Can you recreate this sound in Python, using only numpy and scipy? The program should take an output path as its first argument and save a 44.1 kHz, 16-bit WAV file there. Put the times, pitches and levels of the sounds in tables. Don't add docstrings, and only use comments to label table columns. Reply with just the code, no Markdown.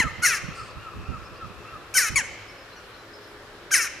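import sys
import numpy as np
from scipy import signal
from scipy.fft import rfft, irfft, next_fast_len
from scipy.io import wavfile

SR = 44100
rng = np.random.default_rng(int(sys.argv[2]) if len(sys.argv) > 2 else 0)


def to_wav(s):
    ch = np.atleast_2d(s).T
    pcm = np.round(np.clip(ch, -1, 1) * 32767)
    wavfile.write(sys.argv[1], SR, pcm.astype(np.int16))


N = 176400
T = np.arange(N) / SR
PAD = next_fast_len(N + 2 * SR)
HZ = np.maximum(np.arange(PAD // 2 + 1) * SR / PAD, 1)
CUTOFF_HZ = 15800


def amp(db):
    return 10 ** (np.asarray(db) / 20)


def rms_one(x):
    return x / np.sqrt(np.mean(x ** 2) + 1e-20)


def at_hz(points, hz):
    f, v = np.transpose(points)
    return np.interp(np.log(hz), np.log(np.maximum(f, 1)), v)


def drift(rate, size=N):
    r = np.exp(-2 * np.pi * rate / SR)
    noise = rng.standard_normal(size + SR // 2)
    settled = signal.lfilter([1], [1, -2 * r, r * r], noise)[SR // 2:]
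    return rms_one(settled)


def shaped(x, gain):
    return irfft(rfft(x, PAD) * gain, PAD)[..., :N]


def bump(start, length, rise):
    u = (T - start) / length
    ramp = np.clip(np.minimum(u / rise, (1 - u) / (1 - rise)), 0, 1)
    return np.sin(np.pi / 2 * ramp) ** 2


def sine_phase(hz):
    return 2 * np.pi * np.cumsum(hz) / SR


JITTER = .002
PHASE_SCATTER_RAD = 3.5
FLUTTER_DB = 3.2
BEAK_DB, BEAK_WIDTH_HZ = 8, 250
NOTCH_HZ, NOTCH_WIDTH_HZ, NOTCH_DB = 3580, 290, -16
FIFTH_DB = -7
BREAK_ROUGH, BREAK_ROUGH_S = .25, .015
LATE_FOURTH_DB, LATE_AFTER_S = 6, .035


def rough_harmonic(k, phase, rough):
    size = len(phase)
    smooth = signal.butter(2, 220, fs=SR, output="sos")
    shake = signal.sosfilt(smooth, rng.standard_normal((2, size + 500)))[:, 500:]
    shake = shake / shake.std()
    share = np.clip(rough * (.2 + k / 5), 0, .95)
    envelope = np.sqrt(1 - share) + np.sqrt(share / 2) * (shake[0] + 1j * shake[1])
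    wave = envelope * np.exp(1j * (k * phase + rng.uniform(0, PHASE_SCATTER_RAD)))
    flutter_db = FLUTTER_DB * min(k / 5, 1) * (drift(25, size=size) - .2)
    return (wave * amp(flutter_db)).imag


def jackdaw_call(rows, throat, rough_start, rough_end, break_s, third_db, fourth_db):
    s, *columns = np.transpose(rows)
    i = np.arange(int(s[0] * SR), int(s[-1] * SR))
    t = i / SR
    hz, db, treble_db = [np.interp(t, s, c) for c in columns]
    hz = hz * (1 + JITTER * drift(128, size=len(i)))
    phase = sine_phase(hz)

    broken = np.clip((t - break_s) / .006, 0, 1)
    since = np.clip(t - break_s, 0, 1)
    rough = rough_start + (rough_end - rough_start) * np.linspace(0, 1, len(i)) ** 3
    rough = rough + BREAK_ROUGH * broken * np.exp(-since / BREAK_ROUGH_S)
    before_break_db = {3: third_db, 4: fourth_db, 5: FIFTH_DB}
    late_db = LATE_FOURTH_DB * np.clip(since / LATE_AFTER_S - 1, 0, 1)
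    beak_hz = hz * (2 + broken)

    parts, powers = np.zeros((2, len(i))), np.zeros((2, len(i)))
    for k in range(1, 45):
        harmonic_hz = k * hz
        gain_db = at_hz(throat, harmonic_hz)
        gain_db = gain_db + NOTCH_DB * np.exp(-((harmonic_hz - NOTCH_HZ) / NOTCH_WIDTH_HZ) ** 2)
        gain_db = gain_db + BEAK_DB * np.exp(-((harmonic_hz - beak_hz) / BEAK_WIDTH_HZ) ** 2)
        gain_db = gain_db + before_break_db.get(k, 0) * (1 - broken) + (k == 4) * late_db
        gain = amp(gain_db) * (harmonic_hz < CUTOFF_HZ)
        high = np.clip((harmonic_hz - 3600) / 800, 0, 1)
        bands = np.array([1 - high, high])
        parts += gain * rough_harmonic(k, phase, rough) * bands
        powers += gain ** 2 / 2 * bands ** 2

    top = np.clip(amp(treble_db) ** 2, 0, .95)
    voice = np.sum(parts * np.sqrt([1 - top, top] / powers), axis=0)
    attack = np.clip((t - s[0]) / .0015 + (s[0] == 0), 0, 1)
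    release = np.clip((s[-1] - t) / .008, 0, 1)
    out = np.zeros(N)
    out[i] = amp(db) * attack * release * voice
    return out


# [t/s, pitch f/Hz, level/dB, treble above about 4 kHz re level/dB]
CAW_CONTOURS = [
    [(0.218, 583, -45, -12), (0.227, 720, -28, -5), (0.236, 728.6, -19, -5.5), (0.25, 725.4, -15.5, -6),
     (0.256, 697.7, -14, -5), (0.28, 556.7, -21, -1), (0.302, 503, -23.5, -5.5), (0.334, 453.5, -25, -7),
     (0.364, 396, -31, -2), (0.376, 393, -30, -4), (0.4, 364, -47, -11)],
    [(1.939, 587, -30, -11), (1.947, 712, -26, 10), (1.951, 771, -21.5, -3), (1.966, 760.5, -16.5, -4),
     (1.971, 762, -15, -0.5), (1.989, 621.4, -16, -2), (2.019, 498.5, -22.5, -2), (2.063, 434.7, -27, -4.5),
     (2.087, 420.6, -25, -3.5), (2.11, 435, -48, -19)],
    [(3.706, 487, -37, -23), (3.712, 642, -34, -8), (3.718, 812.5, -23, -5), (3.735, 756, -18.5, -1),
     (3.74, 752.6, -14, -2), (3.76, 569, -17.5, -2.5), (3.78, 506.7, -20.5, -2), (3.8, 458.4, -26, -6.5),
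     (3.824, 437, -25.5, -0.5), (3.876, 325.6, -33.5, -6), (3.89, 315, -50, -16)],
]
# [f/Hz, relative level/dB]
CAW_RESONANCES = [(290, -36), (500, -23.5), (863, -26), (1390, -2), (1890, 0), (2260, 3.5), (2650, -1),
                  (3080, -11.5), (3390, -3), (3640, 0), (4010, -7), (4680, -13), (5020, -6.5), (5310, 1),
                  (6190, 0), (7850, -7.5), (9160, -7), (9820, -5), (11000, -15.5), (12800, -12.5),
                  (14100, -43)]
# [t/s, third harmonic before it level/dB, fourth harmonic before it level/dB]
CAW_BREAKS = [(.247, -2, 0), (1.968, -12, 7), (3.738, -10, 2)]


def caws():
    return sum(jackdaw_call(rows, CAW_RESONANCES, .05, .3, *break_row)
               for rows, break_row in zip(CAW_CONTOURS, CAW_BREAKS))


# [t/s, pitch f/Hz, level/dB, treble above about 4 kHz re level/dB]
CHACK_CONTOURS = [
    [(0.0, 1080, -15, -5.5), (0.016, 930, -22, -12.5), (0.032, 826, -28, -5), (0.048, 710, -40, -24),
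     (0.055, 670, -34, -17)],
    [(2.157, 1161, -20, -6.5), (2.175, 1097, -16, -5.5), (2.203, 855, -27, -5.5), (2.225, 700, -36, -27)],
]
# [f/Hz, relative level/dB]
CHACK_RESONANCES = [(350, -60), (600, -28), (928, -6), (1360, -11), (2250, 0), (3350, -10), (4910, -10.5),
                    (6560, -4), (7690, -8), (8550, -20), (10300, -9.5), (12900, -34), (14100, -44)]


def chacks():
    return sum(jackdaw_call(rows, CHACK_RESONANCES, .2, .45, np.inf, 0, 0) for rows in CHACK_CONTOURS)


# [f/Hz, left minus right level/dB]
PORT_LEVEL = [(60, -5), (91, -3), (140, -6), (210, -6), (320, 7), (480, -1.5), (740, -2), (1120, 0.5),
              (1700, 0.5), (2570, 4.5), (3910, 1.5), (5930, 5.5), (9010, -4.5), (13700, 5.5)]
# [f/Hz, phase by which the left leads/rad]
PORT_PHASE = [(0, 0), (2410, .3), (2760, -1), (3700, .5), (4310, -.6), (4650, .2), (6120, -.2), (7150, .3),
              (7580, 4.2), (8010, 4.2), (9220, 6.5), (13900, 6.2)]


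def at_ports(x):
    sign = np.array([[.5], [-.5]])
    phase = np.interp(HZ, *np.transpose(PORT_PHASE))
    return shaped(x, amp(sign * at_hz(PORT_LEVEL, HZ)) * np.exp(1j * sign * phase))


# [f/Hz, decay time t/s]
YARD_DECAY = [(500, 3), (1300, 0.28), (2250, 1.17), (2800, 2.6), (4000, 1.35), (6000, 0.74), (12000, 0.26)]
# [delay t/s, level/dB, low-pass f/Hz]
WALL_ECHOES = [(.012, -15, 12000), (.027, -18, 9000), (.21, -26, 2600)]
RING_DELAYS = (.04, .07, .11, .14, .17, .2)
# [f/Hz, amplitude share added from the other side]
YARD_CROSSFEED = [(1000, 0.21), (3000, 0.43), (8000, 0.025)]
YARD_DB, YARD_TILT_DB = -28, -1.5
RING_HZ, RING_WIDTH_HZ, RING_DB = 3080, 300, -19


def yard(x):
    def delay(s):
        return np.exp(-2j * np.pi * HZ * s)

    t60 = at_hz(YARD_DECAY, HZ)
    ring_band = amp(RING_DB) / (1 + (2 * (HZ - RING_HZ) / RING_WIDTH_HZ) ** 4)
    tail_gain = amp(YARD_DB + YARD_TILT_DB * np.log2(HZ / 2000))
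    sides = []
    for side in range(2):
        tail = 0
        for k, d in enumerate(rng.uniform(0.022, .09, 16)):
            loop_gain = amp(-60 * d / t60)
            tail = tail + (-1) ** k * delay(d) / (1 - loop_gain * delay(d))
        walls = sum(amp(db) * delay(s + 0.00071 * side) / (1 + (HZ / hz) ** 4) for s, db, hz in WALL_ECHOES)
        ring = ring_band * sum(delay(s * rng.uniform(.95, 1.05)) for s in RING_DELAYS)
        sides.append(tail_gain * tail + walls + ring)
    sides = np.array(sides)
    return shaped(x, sides + np.clip(at_hz(YARD_CROSSFEED, HZ), 0, 1) * sides[::-1])


# [start t/s, top pitch f/Hz, relative level/dB]
GULL_YELPS = [(-.05, 1384, -29.5), (0.218, 1386, -34), (.495, 1395, -33), (0.764, 1407, -36.5),
              (1.04, 1388, -37.5), (1.325, 1390, -37), (1.64, 1363, -37)]
YELP_S, YELP_TOP_AT = .135, .4
YELP_RISE_BEND, YELP_FALL_BEND = .8, .42
YELP_DIP_DB, YELP_OVERTONE_DB = -9, -18


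def gull():
    out = 0
    for s, top_hz, db in GULL_YELPS:
        u = (T - s) / YELP_S
        bend = np.where(u < YELP_TOP_AT, YELP_RISE_BEND, YELP_FALL_BEND)
        phase = sine_phase(top_hz * (1 - bend * np.clip(u - YELP_TOP_AT, -1, 1) ** 2))
        early = bump(s, 0.41 * YELP_S, rise=0.17) + .4 * bump(s, 0.7 * YELP_S, rise=0.7)
        late = bump(s + 0.46 * YELP_S, 0.56 * YELP_S, rise=0.75) ** .6
        swell = amp(YELP_DIP_DB) * early + late
        over = amp(YELP_OVERTONE_DB) * bump(s, YELP_S, rise=0.42) ** .5 * amp(5 * drift(50))
        out = out + amp(db) * (swell * np.sin(phase) + over * np.sin(2 * phase))
    return out * amp(2.0 * drift(38))


# [start t/s, length t/s, start f/Hz, middle f/Hz, end f/Hz, relative level/dB]
SPARROW_CHIRPS = [(.545, 0.079, 4950, 4800, 4500, -52), (.59, 0.047, 4700, 5230, 5130, -50),
                  (0.702, 0.016, 4400, 4610, 4680, -51), (2.835, 0.037, 4250, 4200, 4200, -62),
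                  (1.235, 0.051, 4400, 5310, 4500, -51), (1.357, 0.035, 4180, 4760, 5200, -55),
                  (2.478, 0.047, 4700, 5360, 4670, -49), (2.556, 0.11, 5100, 5160, 5150, -60),
                  (2.716, 0.042, 4000, 4140, 4200, -53), (2.927, 0.047, 4250, 4170, 4120, -57),
                  (2.983, 0.044, 4000, 4040, 4000, -52), (3.133, 0.05, 4800, 5180, 4270, -48.5),
                  (3.17, 0.022, 5200, 5000, 5050, -54), (3.222, .035, 5250, 5200, 5100, -58),
                  (3.262, 0.042, 5200, 5160, 5250, -59.5), (3.247, .03, 4330, 4380, 4260, -58)]
CHIRP_BLUR_HZ = 42


def sparrows():
    out = 0
    for s, length, hz0, hz1, hz2, db in SPARROW_CHIRPS:
        parabola = np.polyfit([0, .5, 1], [hz0, hz1, hz2], 2)
        hz = np.polyval(parabola, np.clip((T - s) / length, 0, 1))
        tone = np.sin(sine_phase(hz + CHIRP_BLUR_HZ * drift(117.0)))
        out = out + amp(db) * bump(s, length, rise=0.31) ** .5 * tone
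    return out * amp(4 * drift(90))


# start t/s, length t/s, start f/Hz, end f/Hz
FAR_CALL = (2.757, .07, 1480, 1370)
FAR_HARMONICS = [-46.5, -54, -56, -53]


def far_jackdaw():
    s, length, hz0, hz1 = FAR_CALL
    phase = sine_phase(np.interp(T, [s, s + length], [hz0, hz1]))
    envelope = bump(s, length, rise=.15)
    return sum(amp(db) * envelope ** (k / 2) * np.sin(k * phase) for k, db in enumerate(FAR_HARMONICS, 1))


# [start t/s, length t/s, centre f/Hz, width f/Hz, relative level/dB]
RASP_BANDS = [(0.541, 0.25, 4670, 940, -53), (0.537, 0.24, 7800, 3800, -55), (0.14, 3.7, 2540, 410, -57),
              (0.11, 3, 1213, 390, -49.5)]


def rasp():
    grain = rng.standard_normal(N) * amp(2.0 * drift(30))
    out = 0
    for s, length, hz, width, db in RASP_BANDS:
        band = rms_one(shaped(grain, 1 / (1 + (2 * (HZ - hz) / width) ** 4)))
        out = out + amp(db) * bump(s, length, rise=0.11) * band
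    return out


# [f/Hz, relative level per Hz/dB]
TOWN_SPECTRUM = [(15, -38), (25, -5), (70, -2), (102, -8), (193, -6.5), (220, -11), (251, 0.5), (336, -5),
                 (405, -3.5), (438, -8), (487, 1), (706, -6.5), (1560, -3), (2040, -10), (2460, -10.5),
                 (4760, -16), (5160, -17.5), (6050, -23.5), (14100, -31.5)]
# [t/s, level/dB]
TOWN_CONTOUR = [(0.0, -44), (0.9, -48), (1.06, -47.5), (2.34, -46.5), (2.64, -47), (4.0, -47)]
# [f/Hz, correlation from -1 to 1]
TOWN_CORRELATION = [(60, 0.88), (130, 0.88), (280, 0.91), (610, 0.92), (1340, 0.71), (2900, 0.056),
                    (6300, 0.19), (13700, -0.13)]
# [f/Hz, left minus right level/dB]
TOWN_SIDES = [(60, 5), (110, 2.5), (200, 3), (370, 1), (670, 0.5), (1220, 2.5), (2240, -3.5), (4090, 4.5),
              (7480, 2.5), (13700, 0.5)]
# [centre f/Hz, width f/Hz, mean level/dB]
HUMS = [(106.9, 20, -59), (342.2, 16, -62), (415.3, 4.4, -59)]
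HUM_WAVER_DB = 2.5


def town():
    edges = 22 * 2 ** np.arange(0, 9.7, .4)
    white = rng.standard_normal((2, 2, N))
    sign = np.array([[1], [-1]])
    out = 0
    for k, (low, high) in enumerate(zip(edges, edges[1:])):
        band = signal.butter(2, [low, high], "band", fs=SR, output="sos")
        mid, side = signal.sosfilt(band, white[k % 2])
        hz = np.sqrt(low * high)
        alike = np.clip(at_hz(TOWN_CORRELATION, hz), -1, 1)
        flicker_db = 1.1 * drift(7.7)
        gain = amp(at_hz(TOWN_SPECTRUM, hz) + flicker_db + at_hz(TOWN_SIDES, hz) / 2 * sign)
        out = out + gain * (np.sqrt(1 + alike) * mid + np.sqrt(1 - alike) * side * sign)

    hums = 0
    for hz, width, db in HUMS:
        resonance = 1 / (1 + (2 * (HZ - hz) / width) ** 2)
        hum = rms_one(shaped(rng.standard_normal(N), resonance))
        hums = hums + amp(db + HUM_WAVER_DB * drift(0.71)) * hum
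    level_db = np.interp(T, *np.transpose(TOWN_CONTOUR)) + 1.5
    return amp(level_db) * rms_one(out) + hums


# [start t/s, length t/s, relative level/dB]
LEFT_GUSTS = [(.04, 0.066, -36), (.3, 0.059, -56), (.5, 0.058, -42), (.7, 0.17, -51), (.92, 0.18, -41.5),
              (1.08, 0.16, -53), (1.32, 0.064, -56), (1.53, 0.18, -49), (1.72, 0.091, -69),
              (1.98, 0.11, -53), (2.13, 0.082, -35), (2.21, 0.037, -51.5)]
# [start t/s, length t/s, relative level/dB]
RIGHT_GUSTS = [(-.02, 0.039, -10), (.03, 0.063, -20.5), (.09, 0.096, -40), (.17, 0.079, -35),
               (.25, 0.13, -43), (.42, 0.075, -29.5), (.48, 0.055, -31.5), (.58, 0.12, -43),
               (.76, 0.067, -36.5), (.94, 0.084, -38.5), (.99, 0.075, -33.5), (1.08, 0.097, -25.5),
               (1.15, 0.13, -40), (1.3, 0.078, -46), (1.42, 0.096, -37), (1.49, 0.049, -39.5),
               (1.55, .1, -57), (1.71, 0.14, -44), (1.97, 0.046, -43), (2.09, 0.12, -31.5),
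               (2.16, 0.25, -42.5)]
# [t/s, relative level/dB]
BREEZE_LEVEL = [(0, -55), (1.2, -51.5), (2.2, -66), (2.3, -85), (4, -61)]
GUST_CUT_HZ, GUST_LOW_HZ, GUST_LUMP_DB = 133, 41.7, 0.5


def wind(gusts):
    low_pass = 1 / (1 + (HZ / GUST_CUT_HZ) ** 2.33)
    high_pass = 1 / (1 + (GUST_LOW_HZ / HZ) ** 3)
    noise = rms_one(shaped(rng.standard_normal(N), low_pass * high_pass))
    level = amp(np.interp(T, *np.transpose(BREEZE_LEVEL)))
    level = level + sum(amp(db) * bump(s, length, rise=0.17) for s, length, db in gusts)
    return level * amp(GUST_LUMP_DB * drift(27.6)) * noise


FAR_WET_DB = 3


def scene():
    near = caws() + chacks()
    far = gull() + sparrows() + far_jackdaw() + rasp()
    direct = at_ports(near) + far * amp([[1], [-1]])
    reverberant = yard(near + amp(FAR_WET_DB) * far)
    gusts = np.array([wind(LEFT_GUSTS), wind(RIGHT_GUSTS)])
    return direct + reverberant + town() + gusts


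def record(dry):
    low_pass = signal.cheby2(12, 70, CUTOFF_HZ + 400, fs=SR, output="sos")
    return signal.sosfilt(low_pass, dry)


dry = scene()
out = record(dry)
to_wav(out)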